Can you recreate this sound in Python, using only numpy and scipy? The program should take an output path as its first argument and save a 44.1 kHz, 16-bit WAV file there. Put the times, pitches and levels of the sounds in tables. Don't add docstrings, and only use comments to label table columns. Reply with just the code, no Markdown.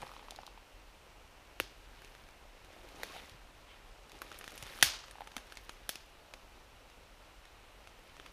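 import sys
import numpy as np
from scipy import signal
from scipy.fft import rfft, irfft
from scipy.io import wavfile

SR = 44100
rng = np.random.default_rng(int(sys.argv[2]) if len(sys.argv) > 2 else 0)


def waveform_to_disk(signal):
    frames = np.transpose(np.atleast_2d(signal))
    scaled = np.clip(frames, -1, 1) * 32767
    samples = np.round(scaled).astype(np.int16)
    wavfile.write(sys.argv[1], SR, samples)


def convert_level_to_amplitude(level_db):
    exponent = np.asarray(level_db, float) / 20
    return 10 ** exponent


N = 366912


def rms_one(x):
    return x / np.sqrt(np.mean(x ** 2) + 1e-20)


def peak_one(x):
    return x / np.max(np.abs(x))


def band(x, low_hz, high_hz):
    sos = signal.butter(2, [low_hz, min(high_hz, .45 * SR)], "band", fs=SR, output="sos")
    return signal.sosfilt(sos, x)


def ring(x, hz, t60):
    r, w = convert_level_to_amplitude(-60 / (t60 * SR)), 2 * np.pi * hz / SR
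    return signal.lfilter([0, np.sin(w)], [1, -2 * r * np.cos(w), r * r], x)


def resonate(x, hz, width_hz):
    r = np.exp(-np.pi * width_hz / SR)
    gain = (1 - r * r) / 2
    return signal.lfilter([gain, 0, -gain], [1, -2 * r * np.cos(2 * np.pi * hz / SR), r * r], x)


def drift(rate_hz):
    r = np.exp(-2 * np.pi * rate_hz * 40 / SR)
    slow = signal.lfilter([1], [1, -2 * r, r * r], rng.standard_normal(N // 40 + 2002))
    slow = slow[2000:]
    return np.interp(np.arange(N) / 40, np.arange(len(slow)), rms_one(slow))


def add(out, sound, s):
    at = max(round(s * SR), 0)
    out[at:at + len(sound)] += sound[:N - at]


def uneven(shape, spread_db):
    size_db = spread_db * np.minimum(rng.exponential(1, shape), 5)
    return convert_level_to_amplitude(size_db) * rng.choice([-1, 1], shape)


def forest_air(patchy_db):
    # f/Hz, level per Hz/dB
    colour = [(12, -30), (20, -3), (49, 4), (64, -12.5), (87, -8), (143, -21), (379, -21.5), (487, -16.5),
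              (544, -17), (1030, -17), (2300, -24.5), (2800, -19), (3040, -24.5), (15200, -40.5)]
    at_hz, level_db = np.transpose(colour)
    edges = 17 * 2 ** np.arange(0, 10.1, .5)
    white = rng.standard_normal((2, N + SR))
    out = 0
    for k, (low, high) in enumerate(zip(edges, edges[1:])):
        colour_db = np.interp(np.log(low * high) / 2, np.log(at_hz), level_db)
        out = out + convert_level_to_amplitude(colour_db + patchy_db * drift(1.3)) * band(white[k % 2], low, high)[SR:]
    return convert_level_to_amplitude(-58.5) * rms_one(out)


def drone():
    hz, width_hz, level_db = 43.5, 6.3, -69.5
    hum = ring(rng.standard_normal(N + SR), hz, 2.9 / width_hz)
    return convert_level_to_amplitude(level_db) * rms_one(hum[SR:])


def canopy():
    hz, width_hz, level_db = 2750, 358, -77.5
    once = resonate(rng.standard_normal(N), hz, width_hz)
    return convert_level_to_amplitude(level_db) * rms_one(resonate(once, hz, width_hz))


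def rubs():
    # t/s, length/s, level/dB, f at start/Hz, f at end/Hz, width/Hz
    strokes = [
        (3.08, 0.075, -57.5, 950, 1330, 150),
        (3.112, 0.096, -54, 610, 932, 230),
        (3.12, 0.1, -55, 3200, 3200, 1400),
        (3.673, .06, -63, 3250, 2700, 600),
        (3.64, 0.17, -61.5, 2900, 2000, 2100),
    ]
    out = np.zeros(N)
    for s, length, level_db, from_hz, to_hz, width_hz in strokes:
        count = round(length * SR)
        low_pass = signal.butter(2, width_hz / 2, fs=SR, output="sos")
        rough = signal.sosfilt(low_pass, rng.standard_normal((2, 9000)))[:, -count:]
        phase = 2 * np.pi * np.cumsum(np.linspace(from_hz, to_hz, count)) / SR
        rub = rough[0] * np.sin(phase) + rough[1] * np.cos(phase)
        add(out, convert_level_to_amplitude(level_db) * np.hanning(count) * rms_one(rub), s)
    return out


def thumps():
    # t/s, peak level/dB, f/Hz
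    thuds = [(0.025, -50, 133), (1.601, -34, 350), (1.609, -49, 86), (3.034, -66, 260),
             (3.314, -50, 81.5), (3.343, -54.5, 125), (4.349, -54, 61), (4.625, -47, 111),
             (4.83, -40, 124), (4.861, -43.5, 67.3), (5.368, -45.5, 240), (5.374, -55, 61.9),
             (5.892, -63, 252), (6.331, -70, 62)]
    out, t = np.zeros(N), np.arange(4000) / SR
    for s, peak_db, hz in thuds:
        push = np.sin(2 * np.pi * hz * t) * t * np.exp(-t * hz / .6)
        add(out, convert_level_to_amplitude(peak_db) * peak_one(push), s)
    return out


def grains(per_s, low_hz, high_hz, cycles, spread_db):
    clicks = uneven(N, spread_db) * (rng.random(N) < per_s * convert_level_to_amplitude(3 * drift(25)) / SR)
    dealt = rng.integers(0, 14, N)
    pitches = np.geomspace(low_hz, high_hz, 14)
    return rms_one(sum(ring(clicks * (dealt == k) + 1e-18, hz, cycles / hz)
                       for k, hz in enumerate(pitches)))


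def needles():
    chance = 422 * convert_level_to_amplitude(4 * drift(12)) / SR
    clicks = uneven(N, spread_db=3.2) * (rng.random(N) < chance) + 1e-18
    bright = band(band(clicks, 8400, 12500), 7500, 13000)
    return rms_one(bright + .3 * band(clicks, 2500, 6500))


def litter():
    # t/s, stir level/dB, weight level/dB
    boot = [(0.0, 11.5, 6), (0.48, 0, -0.5), (1.3, -2, -1), (1.9, 3, 0), (2.08, 6, 1.5), (2.51, -1, -0.5),
            (2.75, 4.5, 1.5), (3.0, 11.5, 10), (3.15, 16, 4.5), (3.36, 2.5, 2), (4.0, -0.5, 2.5),
            (4.154, 7.5, 4.5), (4.8, 16.5, 4.5), (5.0, 5, 0.5), (5.53, 6, -1.5), (6.2, -1, -0.5),
            (7.81, 0.5, -1), (8.32, 5, 1)]
    s, *controls = np.transpose(boot)
    stir_db, weight_db = [np.interp(np.arange(N) / SR, s, db) for db in controls]
    fine_db = 1.36 * stir_db
    crunch = grains(1500, 400, 1400, cycles=4.0, spread_db=3.0)
    rustle = grains(3000, 1720, 5510, cycles=5.7, spread_db=3.5)
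    hiss = grains(4000, 6000, 14500, cycles=3.8, spread_db=3.0)
    return (convert_level_to_amplitude(weight_db - 66.5) * crunch + convert_level_to_amplitude(stir_db - 70) * rustle
            + convert_level_to_amplitude(fine_db - 83) * hiss + convert_level_to_amplitude(fine_db - 89.5) * needles())


def ticks():
    # t/s, peak level/dB
    brittle_specks = [(0.077, -42), (0.177, -49), (0.3083, -38), (0.3606, -39), (2.3087, -48),
                      (2.7294, -53), (2.959, -45), (3.0327, -36), (3.165, -41), (3.2587, -46),
                      (4.1885, -42), (4.325, -48), (4.541, -42), (4.581, -43), (4.6356, -37), (4.7444, -46),
                      (5.316, -44), (5.5543, -40), (2.8055, -56), (0.4663, -43), (7.893, -52), (0.416, -46)]
    # t/s, peak level/dB
    glassy_specks = [(0.118, -48), (2.887, -52), (4.2177, -33.5), (4.344, -51), (4.388, -32.5),
                     (4.5052, -47), (4.5194, -45), (4.5564, -39), (4.625, -38), (4.719, -50), (4.7556, -44),
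                     (4.7694, -44), (4.788, -42), (5.0594, -49), (5.207, -50), (5.54, -54), (5.6126, -52),
                     (5.6374, -50), (5.6481, -46), (5.7194, -50), (5.7324, -49), (6.0611, -53),
                     (7.991, -54), (8.039, -54), (8.076, -51)]
    rows = [(*row, 5486) for row in brittle_specks] + [(*row, 10800) for row in glassy_specks]
    out, t = np.zeros(N), np.arange(400) / SR
    specks = rng.standard_normal((len(rows), len(t) + 1))
    for (s, peak_db, hz), (size, *speck) in zip(rows, specks):
        hz = hz * np.exp(0.0807 * size)
        tick = band(speck * np.exp(-t / .0008), .75 * hz, 1.3 * hz)
        add(out, convert_level_to_amplitude(peak_db - 2) * peak_one(tick), s + .0005)
    return out


def creaks():
    # t/s, peak level/dB, ring f/Hz
    knocks = [(0.024, -37, 1000), (0.03, -33.5, 860), (0.035, -43, 490), (0.05, -46, 1020),
              (0.068, -41.5, 1060), (0.093, -46, 1050), (0.116, -42, 1190), (0.137, -48, 900),
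              (0.165, -40.5, 1040), (0.194, -43, 1020), (0.227, -44.5, 900), (0.284, -39, 1000),
              (0.321, -44.5, 710), (0.349, -47, 1080), (0.388, -36, 764), (0.433, -41.5, 985),
              (0.477, -41.5, 1000), (0.576, -43, 915), (2.704, -49, 576), (2.765, -49, 645),
              (4.152, -48, 770), (4.788, -39, 1250), (5.04, -42, 1350), (5.155, -42.5, 877),
              (5.184, -44, 860), (5.207, -34, 840), (5.218, -38, 820), (5.341, -48, 990), (7.638, -51, 990),
              (7.989, -52.5, 520)]
    out, t = np.zeros(N), np.arange(2600) / SR
    scratches = rng.standard_normal((len(knocks), len(t))) * np.exp(-t / 0.001)
    for (s, peak_db, hz), scratch in zip(knocks, scratches):
        swell = (1 - np.exp(-t / 0.00079)) * convert_level_to_amplitude(-60 * t * hz / 7.9)
        knock = peak_one(np.sin(2 * np.pi * hz * t) * swell)
        above = peak_one(band(band(scratch, 1.3 * hz, 4 * hz), hz, 3.9 * hz))
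        add(out, convert_level_to_amplitude(peak_db) * (knock + 0.6 * above), s)
    return out


def twig(volley, hz, thud_db, splinter_db, ringing):
    modes = peak_one(ring(volley[0], hz, 11.0 / hz)) + 1.53 * peak_one(ring(volley[2], 1.82 * hz, 2.4 / hz))
    low_body = peak_one(band(volley[0], .6 * hz, 3500 + .3 * hz))
    high_body = peak_one(band(volley[1], 3500, 7000))
    wood = ringing * modes + 1.07 * (low_body + .8 * high_body)
    thud = peak_one(band(volley[1], 331, 1600))
    splinters = peak_one(band(volley[2], 5000, 10660))
    return convert_level_to_amplitude(-7.0) * wood + convert_level_to_amplitude(thud_db + 9) * thud + convert_level_to_amplitude(splinter_db + 6) * splinters


def same_energy(click, sound):
    return click * np.sqrt(np.sum(sound ** 2) / np.sum(click ** 2))


def snaps():
    # t/s, peak level/dB, wood f/Hz, splinter level re peak/dB
    trodden = [(0.017, -37.5, 2680, -10), (2.0185, -42.5, 1440, -10), (2.2869, -45, 1470, -11),
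               (4.0951, -44.5, 4410, -39), (4.2173, -31, 1310, -37), (4.3157, -35, 1650, -16),
               (4.3255, -41.5, 2070, -23), (4.3424, -46, 2000, -9), (4.4106, -36, 1590, -27.5),
               (4.5183, -43, 1470, -6.5), (4.6249, -30.5, 3000, -7), (4.6655, -39, 1920, -10.5),
               (5.0815, -41, 1510, -20), (5.2723, -37.5, 1480, -10.5), (5.3651, -26, 3030, -9.5),
               (5.5214, -36.5, 1600, -13), (6.337, -33.5, 2760, -21), (8.1975, -37.5, 1770, -25),
               (8.2609, -38, 1510, -15)]
    # t/s, peak level/dB, wood f/Hz, splinter level re peak/dB
    hanging = [(2.6464, -46, 2290, -10), (2.8875, -44, 2650, -17), (3.2949, -39, 3270, -16),
               (4.3888, -45, 1690, 0), (4.441, -34.5, 1600, -14), (4.5052, -42, 4630, -24.5),
               (4.577, -33.5, 2700, -5), (5.11, -38, 1760, -3.5), (5.3175, -42, 1420, -36),
               (5.379, -32.5, 1640, -22), (5.469, -48, 2420, -11), (5.5709, -31, 2470, -29),
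               (5.6932, -29.5, 1450, -19), (5.9556, -30, 2970, -15), (6.8992, -47, 2890, -12),
               (7.453, -43, 2070, -14), (7.8725, -39, 1450, -23), (8.1662, -42, 1400, -24)]
    # t/s, peak level/dB, wood f/Hz, splinter level re peak/dB
    brittle = [(0.3075, -29.5, 3640, -14), (0.3612, -37, 4200, -18), (0.4656, -34.5, 4200, -23),
               (2.0467, -37.5, 2860, -18), (2.15, -38.5, 1820, -22), (4.118, -37.5, 3600, -11),
               (4.4778, -28, 1950, -18), (4.8108, -29.5, 3370, -12)]
    rows = ([(*row, -15.5, 1.75) for row in trodden]
            + [(*row, -30, 1.29) for row in hanging]
            + [(*row, -36, 0.32) for row in brittle])
    near, far, t = np.zeros(N), np.zeros(N), np.arange(1400) / SR
    fibres = uneven((len(rows), 3, len(t)), spread_db=6.0)
    crack = np.tile(np.arange(len(t)) == 12, (3, 1)) * 1.
    for (s, peak_db, hz, splinter_db, thud_db, tear_ms), parting in zip(rows, fibres):
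        tear = parting * np.exp(-t * 1000 / tear_ms) * (1 - np.exp(-t / 0.0006))
        sound = twig(tear + 9.5 * crack, hz, thud_db, splinter_db, 0.99)
        click = twig(crack, hz, thud_db, splinter_db, 0.14)
        add(near, convert_level_to_amplitude(peak_db) * sound, s + 0.00054)
        add(far, convert_level_to_amplitude(peak_db) * same_energy(click, sound), s + .0005)
    return near, far


def breaks():
    # t/s, peak level/dB, tearing time/ms, share of first crack, echo level/dB
    thick_breaks = [
        (1.6004, -13.5, .3, 12, -4),
        (3.0331, -22.5, 1.6, 5.6, -1),
        (4.826, -2, 1.32, 3.6, 4.5),
        (5.8919, -19, 1.9, 4.2, 2.5),
    ]
    # f/Hz, width/Hz, level/dB
    stick_modes = [
        [(515, 100, 6), (1380, 530, 5), (2760, 440, 7.5), (6500, 260, -10), (8650, 760, -17),
         (11800, 1800, -7.5)],
        [(458, 89, 6), (1730, 1700, 0.5), (5500, 250, -12), (7600, 340, -30), (9500, 340, -7),
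         (12800, 580, -7.5)],
        [(180, 460, -16), (643, 230, -6.5), (1660, 195, 4.5), (3230, 590, -1), (4640, 630, -5),
         (5925, 770, -6.5), (9000, 610, -7.5), (10950, 2900, -14), (13200, 1200, -19.5)],
        [(300, 310, -4.5), (746, 230, 0), (1650, 360, 1), (2370, 160, 2), (3120, 230, 3.5), (4640, 380, -2),
         (6060, 380, -1.5), (9800, 2000, -4), (12100, 2100, -2)],
    ]
    near, far, t = np.zeros(N), np.zeros(N), np.arange(1400) / SR
    fibres = uneven((len(thick_breaks), len(t)), spread_db=6.0)
    crack = (t == 0) * 1.
    for (s, peak_db, tear_ms, first, echo_db), modes, parting in zip(thick_breaks, stick_modes, fibres):
        volley = parting * np.exp(-t * 1000 / tear_ms) + first * 3 * crack
        sound = peak_one(sum((-1) ** k * convert_level_to_amplitude(db) * np.sqrt(w) * rms_one(resonate(volley, hz, 1.08 * w))
                             for k, (hz, w, db) in enumerate(modes)))
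        click = sum(convert_level_to_amplitude(db) * np.sqrt(w / hz) * resonate(crack, hz, 2.0 * hz) for hz, w, db in modes)
        add(near, convert_level_to_amplitude(peak_db) * sound, s)
        add(far, convert_level_to_amplitude(peak_db + echo_db) * same_energy(click, sound), s)
    return near, far


def off_ground(x):
    lag = round(.0056 * SR)
    return x + convert_level_to_amplitude(-21.5) * np.concatenate([np.zeros(lag), x[:-lag]])


def off_trunks(x):
    # f/Hz, level/dB, time to fall 60 dB/s
    trunks = [(282.8, -32.5, 0.33), (1000, -30, 0.77), (2190, -24, 0.36), (4200, -19, 0.46),
              (7500, -23, 0.25), (12920, -14.5, 0.19)]
    t = np.arange(SR // 2) / SR
    clumps = (1 - np.exp(-t / 0.00089)) * convert_level_to_amplitude(1.7 * drift(60)[:len(t)])
    echoes = uneven((len(trunks), len(t)), spread_db=4.0) * clumps
    brush = convert_level_to_amplitude(11 - 60 * t / 0.032)
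    haze = 0
    for (hz, level_db, t60), echo in zip(trunks, echoes):
        fall = convert_level_to_amplitude(-60 * (t / t60) ** 1.014)
        long_tail = convert_level_to_amplitude(-41.0 - 60 * t / (4.6 * t60))
        colour = rms_one(band(echo, hz / 1.66, hz * 1.48))
        haze = haze + (brush + fall + long_tail) * convert_level_to_amplitude(level_db - 30.0) * colour
    return signal.fftconvolve(x, haze)[:N]


def scene():
    near, far = np.add(snaps(), breaks())
    small = creaks() + ticks() + thumps() + rubs() + litter()
    walker = off_ground(near + small) + off_trunks(far + small)
    walker = band(walker, 20, 14200)
    shadow = 0.36 * resonate(walker, 7600, 1700)
    return (walker - shadow + forest_air(patchy_db=0.5) + drone() + canopy())[None]


def roll_off(x):
    return signal.sosfilt(signal.butter(12, 16570, fs=SR, output="sos"), x)


def record(dry):
    hz = np.fft.rfftfreq(N, 1 / SR)
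    top_db = np.interp(hz, [15250, 15450], [0, -26])
    dull = irfft(rfft(dry) * convert_level_to_amplitude(top_db), N)
    return roll_off(dull)


dry = scene()
out = record(dry)
waveform_to_disk(out)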